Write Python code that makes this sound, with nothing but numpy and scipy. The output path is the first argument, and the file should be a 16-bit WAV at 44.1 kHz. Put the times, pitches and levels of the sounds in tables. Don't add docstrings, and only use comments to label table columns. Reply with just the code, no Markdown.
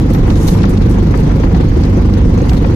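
import sys
import numpy as np
from scipy import signal
from scipy.fft import rfft, irfft, next_fast_len
from scipy.io import wavfile
from scipy.ndimage import uniform_filter1d, minimum_filter1d, map_coordinates

SR = 44100
rng = np.random.default_rng(int(sys.argv[2]) if len(sys.argv) > 2 else 0)


def decibels_to_gain(level_db):
    exponent = np.asarray(level_db, float) / 20
    return 10 ** exponent


def to_wav(sig):
    pcm = np.clip(np.atleast_2d(sig), -1, 1) * 32767
    pcm = np.round(pcm).astype(np.int16)
    wavfile.write(sys.argv[1], SR, pcm.T)


N = 121275

# t/s, peak level/dB, pan/dB (left over right)
JINGLE_EVENTS = [(0.104, -24, 0.5), (0.1353, -18, 4), (0.4707, -15, 9), (0.4765, -10.5, 4),
                 (0.4875, -46, -3), (0.6924, -19, 4), (0.706, -30, -1), (0.725, -34, -2), (0.894, -22.5, 6),
                 (0.912, -25, -5), (1.1717, -26, 12), (1.1992, -24, 2.5), (2.4874, -22, 0), (2.497, -27, 5),
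                 (2.53, -22, -3), (2.5686, -29, -3)]
PANEL_FOLLOWS = 0.76


def unit(x):
    return x / np.sqrt(np.mean(x ** 2) + 1e-20)


def along(points, hz):
    f, v = np.transpose(points)
    return np.interp(np.log(hz + 1), np.log(f + 1), v)


def curve(rows):
    return np.interp(np.arange(N) / SR, *np.transpose(rows))


def wobble(rate_hz):
    knots = rng.standard_normal(int(N * rate_hz / SR) + 4)
    return map_coordinates(knots, [np.arange(N) * rate_hz / SR])


def filtered(x, response):
    m = next_fast_len(N + 8192)
    x = np.pad(x, [(0, 0), (4096, m - N - 4096)], mode="reflect")
    return irfft(rfft(x) * response(np.fft.rfftfreq(m, 1 / SR)), m)[:, 4096:4096 + N]


def spread(pair):
    # f/Hz, correlation
    likeness = [(40, 0.98), (150, 0.99), (270, 0.92), (470, 0.65), (600, 0.058), (1200, -0.12),
                (2400, -0.057), (15000, -0.23)]

    def mid_and_side(hz):
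        turn = np.arccos(np.clip(along(likeness, hz), -1, 1)) / 2
        return np.array([np.cos(turn), np.sin(turn)])

    mid, side = filtered(pair, mid_and_side)
    return np.array([mid + side, mid - side])


def panned(db, pan_db):
    return decibels_to_gain(db + np.array([[pan_db], [-pan_db]]) / 2)


def rush(spectrum, patchy_db=0):
    z = signal.stft(rng.standard_normal((2, N)), nperseg=512)[2]
    field = uniform_filter1d(rng.standard_normal(z.shape[1:]), size=8, axis=0)
    field = uniform_filter1d(field, size=5, axis=1)
    pair = signal.istft(z * decibels_to_gain(patchy_db * unit(field)), nperseg=512)[1][:, :N]
    return unit(filtered(pair, lambda hz: decibels_to_gain(along(spectrum, hz))))


def bursts(events, spectrum, hold_s, t60_s, gain_db, rise_s, grainy_db):
    tail_db, tail_slower = -28, 6.9
    shape, t = np.zeros((2, N + SR)), np.arange(SR // 4) / SR
    decay = decibels_to_gain(-60 * np.maximum(t - hold_s, 0) / t60_s)
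    tail = decibels_to_gain(tail_db - 60 * t / (tail_slower * t60_s))
    envelope = (1 - np.exp(-t / rise_s)) * (decay + tail)
    for s, db, pan_db in events:
        start = max(round((s - 2 * rise_s) * SR), 0)
        shape[:, start:start + len(t)] += panned(db + gain_db, pan_db) * envelope
    noise = rush(spectrum, patchy_db=-0.5)
    noise = noise / np.sqrt(abs(uniform_filter1d(noise ** 2, size=300, axis=1)) + 1e-6)
    return shape[:, :N] * unit(decibels_to_gain(grainy_db * wobble(400))) * noise


def turns():
    # t/s, f/Hz
    shaft = [(0, 23.3), (.55, 23.72), (1.03, 24.06), (1.46, 24.36), (1.89, 24.54), (2.3, 24.72),
             (2.75, 24.9)]
    tick_at_s = 1.2346
    angle = np.cumsum(curve(shaft)) / SR
    return angle - angle[round(tick_at_s * SR)]


def boom():
    # f/Hz, level/dB
    boom_spectrum = [(10, -25), (20, -8), (40, -4), (70, -5), (130, -3), (200, -5), (280, -25), (600, -64)]
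    return spread(decibels_to_gain(-13 + 0.077 * wobble(5.3)) * rush(boom_spectrum))


def engine_hum(angle):
    # multiple of shaft speed, rms level/dB
    orders = [(1, -29.5), (2, -14), (3, -19.5), (4, -16), (5, -28), (6, -23), (7, -23.5), (8, -22.5),
              (9, -26), (10, -23.5), (11, -26.5), (12, -28), (14, -31.5), (15, -34), (19, -33), (20, -39),
              (22, -39.5)]
    # t/s, level/dB
    load = [(0, -1.5), (.5, -0.5), (1.2, -1), (1.7, -2.5), (2.2, 1), (2.75, -2)]
    wander_db, drift_rad = 1, 0.48
    load_db, hum = curve(load), np.zeros(N)
    for k, db in orders:
        level = decibels_to_gain(db + load_db + wander_db * wobble(4.984)) * np.sqrt(2)
        phase = drift_rad * wobble(3.115) + rng.uniform(0, 2 * np.pi)
        hum += level * np.cos(2 * np.pi * k * angle + phase)
    return hum


def engine_thump(angle):
    # f/Hz, level/dB
    thump_spectrum = [(120, -42), (200, -9.5), (280, 2), (350, -1.5), (426, -8), (478, -7), (560, -12),
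                      (640, -47)]
    level_db, depth_db, peak_turn = -18.5, 6.5, 0.13
    beat_db = depth_db * np.cos(2 * np.pi * (angle - peak_turn)) + 0.17 * wobble(20.95)
    return spread(decibels_to_gain(level_db) * unit(decibels_to_gain(beat_db)) * rush(thump_spectrum, patchy_db=0.6))


def valve_ticks(angle):
    # t/s, level over the others/dB
    hard_ticks = [
        (.986, 3),
        (1.235, 8),
        (1.399, 7),
        (1.686, 10),
        (1.971, 7),
        (2.376, 13),
        (2.417, 12),
        (2.498, 14),
    ]
    tick_hz, t60_s, rise_s, level_db, scatter_db = 6360, 0.0093, 0.00015, -43.5, 1.5
    at = np.flatnonzero(np.diff(np.floor(angle)))
    hard_db = sum(db * (abs(at / SR - s) < 1 / 100) for s, db in hard_ticks)
    level = decibels_to_gain(level_db + hard_db + scatter_db * rng.standard_normal(len(at))) * np.sqrt(2)
    pan_rad = rng.uniform(np.pi / 8, 3 * np.pi / 8, len(at))
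    ticks = np.zeros((2, N))
    ticks[:, at] = level * np.array([np.cos(pan_rad), np.sin(pan_rad)])
    t = np.arange(SR // 50) / SR
    ring = np.sin(2 * np.pi * tick_hz * t) * decibels_to_gain(-60 * t / t60_s) * (1 - np.exp(-t / rise_s)) * 2
    return signal.fftconvolve(ticks, ring[None], axes=1)[:, :N]


def engine():
    angle = turns()
    return engine_hum(angle) + engine_thump(angle) + valve_ticks(angle)


def pings(rough_db):
    pings_per_s, middle_hz, lowest_hz, highest_hz = 400, 2300, 1500, 9000
    pitch_spread, cycles, level_db, sizes_db, most_db = 0.76, 2, -32, 2.5, 9
    count = int(pings_per_s * N / SR)
    at, pitch, size, side = rng.random((count, 4)).T
    hz = middle_hz * np.exp(pitch_spread * np.log(pitch / (1 - pitch)))
    hz = np.clip(hz, lowest_hz, highest_hz)[:, None]
    t, start = np.arange(SR // 50) / SR, (at * N).astype(int)
    grain = np.sin(2 * np.pi * hz * t) * np.exp(-3 * t * hz / cycles) * (middle_hz / hz)
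    size_db = np.minimum(-sizes_db * np.log(size), most_db)
    grain = grain * decibels_to_gain(level_db + size_db + rough_db[start])[:, None]
    where = (start[:, None] + np.arange(len(t))).ravel()
    return np.array([np.bincount(where, (grain * gain[:, None]).ravel(), N + SR)[:N]
                     for gain in (np.cos(side * np.pi / 2), np.sin(side * np.pi / 2))])


def road():
    # f/Hz, level/dB
    panel_spectrum = [(300, -54), (520, 0.5), (730, 1.5), (1000, -0.5), (1550, -9.5), (2090, -10.5),
                      (3000, -26.5), (4500, -59)]
    # f/Hz, level/dB
    gravel_spectrum = [(1200, -7.5), (2500, 6.5), (4300, 3.5), (6500, -2.5), (7500, -14), (10000, -30),
                       (16000, -50)]
    # t/s, level/dB
    roughness = [(0.0, -40.5), (0.57, -38), (0.88, -39.5), (1.35, -39.5), (1.61, -40), (2.65, -39.5),
                 (2.75, -39.5)]
    panel_level_db, beat_depth_db, beat_turn = -28.5, 1.5, 0.97
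    level_db, shared = curve(roughness), wobble(14)
    rough_db = PANEL_FOLLOWS * (level_db - level_db.mean())
    beat_db = beat_depth_db * np.cos(2 * np.pi * (turns() - beat_turn))
    panel_db = panel_level_db + rough_db + beat_db + 0.42 * shared + 1.2 * wobble(43.77)
    panel = decibels_to_gain(panel_db) * rush(panel_spectrum, patchy_db=-0.5)
    gravel_db = level_db + 1.0 + 0.18 * beat_db + 0.22 * shared + 0.33 * wobble(39.6)
    gravel = decibels_to_gain(gravel_db) * rush(gravel_spectrum, patchy_db=2.5)
    return spread(panel + gravel) + pings(rough_db)


def ruts():
    # t/s, peak level/dB, heave f/Hz
    rut_events = [(0.119, -12, 136.2), (0.199, -1, 25.8), (0.273, -12.5, 302), (0.28, -35, 120),
                  (0.46, -8, 27), (0.49, -4.5, 79), (0.507, -12, 169.9), (0.534, -7, 104.8),
                  (0.624, -7, 194.6), (0.767, -10, 208.2), (0.853, -9.5, 112.6), (0.998, -12, 32),
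                  (1.39, -21, 95.7), (1.412, -11, 48.3), (1.463, -6, 72), (1.517, -7, 170.4),
                  (1.543, -9.5, 65.6), (1.64, -14, 183.5), (1.674, -3.5, 37), (1.757, -4.5, 86),
                  (1.891, -6, 88), (1.994, -7.5, 85.4), (2.062, -8, 58), (2.206, -3, 67.5),
                  (2.26, -4.5, 37), (2.315, -8, 83), (2.393, -14, 146), (2.475, -2.5, 62.6)]
    rise_s, t60_s, gain_db = 0.013, .2, 7.5
    heave, t = np.zeros(N + SR), np.arange(SR // 2) / SR
    envelope = decibels_to_gain(-60 * t / t60_s) * (1 - np.exp(-(t / rise_s) ** 2))
    for s, db, hz in rut_events:
        phase = rng.uniform(0, 2 * np.pi)
        heave[round(s * SR):][:len(t)] += decibels_to_gain(db + gain_db) * envelope * np.sin(2 * np.pi * hz * t + phase)
    return heave[:N]


def loose_metal():
    # f/Hz, level/dB
    jingle_spectrum = [(2200, -46), (3500, -8), (6500, 3), (8000, -5.5), (9600, -7), (10400, -1.5),
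                       (15400, -13), (16200, -30)]
    # t/s, level/dB
    unrest = [(0.0, -48.5), (.5, -38.5), (1, -55), (1.4, -70.5), (1.94, -74), (2.3, -44), (2.52, -45.5),
              (2.75, -76)]
    shimmer_db = curve(unrest) - 7.0 + 5.0 * wobble(7.8) + 0.74 * wobble(37)
    shimmer = decibels_to_gain(shimmer_db) * rush(jingle_spectrum, patchy_db=-2.0)
    return shimmer + bursts(JINGLE_EVENTS, jingle_spectrum, hold_s=.002, t60_s=.07, gain_db=-16.5,
                            rise_s=0.0004, grainy_db=4)


def rings():
    low_hz, high_hz, t60_s, gain_db = 7500, 15400, .16, -27.5
    out, t = np.zeros((2, N + SR)), np.arange(SR // 4) / SR
    for s, db, pan_db in JINGLE_EVENTS:
        pitch, length = rng.random((2, 8, 1))
        hz = low_hz + (high_hz - low_hz) * pitch
        partials = np.sin(2 * np.pi * hz * t) * decibels_to_gain(-60 * t / (t60_s * (.5 + length)))
        out[:, round(s * SR):][:, :len(t)] += panned(db + gain_db, pan_db) * partials.sum(axis=0)
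    return out[:, :N]


def stones():
    # t/s, peak level/dB, pan/dB
    stone_events = [(0.148, -22, 5), (0.302, -17.5, -3), (0.3561, -25.5, -6), (0.4712, -21, -4),
                    (0.4783, -17, -1.0), (0.4855, -19, -3), (0.4925, -32, 6), (0.5287, -25, 2.5),
                    (0.5894, -24, -3), (0.618, -29.5, 7), (0.6336, -16, -1), (0.6544, -25, 1.0),
                    (0.775, -21.5, -8), (0.8193, -20, 1), (0.863, -36, 0), (0.896, -35, 2),
                    (1.1109, -26.5, 1.0), (1.5494, -28, 3), (1.6094, -28, 0), (1.626, -39, 0),
                    (1.6427, -34, -7), (1.832, -40, -9), (1.8378, -23, -7), (1.8434, -35, 3),
                    (1.851, -28, 0), (2.138, -24.5, 5), (2.386, -23, -7), (2.4094, -30, -3),
                    (2.495, -18.5, -5), (2.535, -25, -3), (2.5686, -22, -4), (2.578, -35, 0)]
    # f/Hz, level/dB
    stone_spectrum = [(1000, -41), (2000, 13), (2700, 13.5), (4300, 15), (6500, 7), (9000, -5.5),
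                      (14000, -16), (16000, -39)]
    return bursts(stone_events, stone_spectrum, hold_s=.002, t60_s=.035, gain_db=-6,
                  rise_s=0.0013, grainy_db=4)


def trim_knocks():
    # t/s, peak level/dB, pan/dB
    knock_events = [(0.102, -26, 11), (0.151, -13, 2), (0.232, -19, 6), (0.28, -11, -5), (0.358, -40, -4),
                    (0.396, -22, -5), (0.479, -12, 0), (0.548, -16.5, 1), (0.639, -7.5, 6.5),
                    (0.731, -19.5, -5), (0.808, -23, 5), (0.984, -23, -7), (1.14, -13, 7), (1.267, -19, -2),
                    (1.298, -14.5, 4), (1.436, -12, 6), (1.463, -14, 4), (1.546, -9, 1), (1.6, -9.5, 3),
                    (1.719, -13.5, -8), (2.088, -12, -7), (2.171, -16, -1), (2.404, -16, -11),
                    (2.518, -10.5, 2), (2.536, -11, 3), (2.611, -21, 7), (2.6445, -8, 6), (2.652, -32, -2),
                    (2.699, -19, -7)]
    # f/Hz, level/dB
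    knock_spectrum = [(450, -43), (750, 20), (1000, 11), (1400, 4), (1900, 4.5), (2800, -7.5), (5000, -25),
                      (9000, -70)]
    return bursts(knock_events, knock_spectrum, hold_s=.004, t60_s=.05, gain_db=-10,
                  rise_s=0.0014, grainy_db=3.5)


def scene():
    body = boom() + engine() + road() + ruts()
    return body + rings() + loose_metal() + stones() + trim_knocks()


def thinned(x):
    # f/Hz, level over the usual/dB
    dropped = [(8000, -27.5), (12000, -22), (13500, 1.5), (14000, 8), (14600, 4), (15500, 3), (16100, 60)]
    # f/Hz, chance
    holes = [(4000, 0), (6000, 0.0065), (8000, .1), (9700, 0.44), (11500, 0.48), (14000, 0.12)]
    line_bar_db, line_from_hz = -2, 8500
    padded = np.pad(x, [(0, 0), (2048, 2048)], mode="reflect")
    hz, _, z = signal.stft(padded, SR, nperseg=2048)
    z, hz = z[:, :1024], hz[:1024]
    power = (abs(z) ** 2).reshape(2, 64, 16, -1).mean(axis=(0, 2))
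    band = np.repeat(np.sqrt(power), 16, axis=0)
    luck = np.repeat(rng.random((64, z.shape[2])), 16, axis=0)
    luck = np.repeat(luck, 2, axis=1)[:, :z.shape[2]]
    usual = np.median(band, axis=1)[:, None]
    loud_band = band > usual * decibels_to_gain(along(dropped, hz))[:, None]
    lucky_band = luck > along(holes, hz)[:, None] * usual / (band + 1e-12)
    strong_line = abs(z) > band * decibels_to_gain(line_bar_db)
    spared = (hz < line_from_hz)[:, None] | (band > 2 * usual)
    keep = loud_band & lucky_band & (strong_line | spared)
    z = np.pad(z * keep, [(0, 0), (0, 1), (0, 0)])
    return signal.istft(z, SR, nperseg=2048)[1][:, 2048:2048 + N]


def top_cut(x):
    return signal.sosfilt(signal.butter(12, 16000, fs=SR, output="sos"), x)


def record(dry):
    # f/Hz, left over right level/dB
    balance = [(40, -2.3), (190, -.6), (270, -3.5), (370, 6), (470, 6), (600, 0.3), (4000, 0.5),
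               (12000, -1)]
    # f/Hz, phase/rad
    right_leads = [(60, .05), (200, .04), (270, -.18), (370, -.4), (430, 0), (480, .4), (600, -.3),
                   (900, 0)]
    ceiling, knee, hold_s, smooth_s, fade_s = 1, 5.6, 0.0024, 0.0094, .002

    def microphones(hz):
        level = decibels_to_gain(along(balance, hz) * [[.5], [-.5]])
        return level * np.exp(along(right_leads, hz) / 2 * [[-1j], [1j]])

    x = filtered(dry, microphones)
    need = np.minimum(1, ceiling / (abs(x).max(axis=0) + 1e-9))
    hold, smooth = round(hold_s * SR), round(smooth_s * SR)
    x = x * uniform_filter1d(minimum_filter1d(need, hold + smooth), smooth)
    x = x / (1 + abs(x / ceiling) ** knee) ** (1 / knee)
    fade = np.sin(np.pi / 2 * np.minimum(np.arange(N)[::-1] / (fade_s * SR), 1))
    return top_cut(thinned(x) * fade)


dry = scene()
out = record(dry)
to_wav(out)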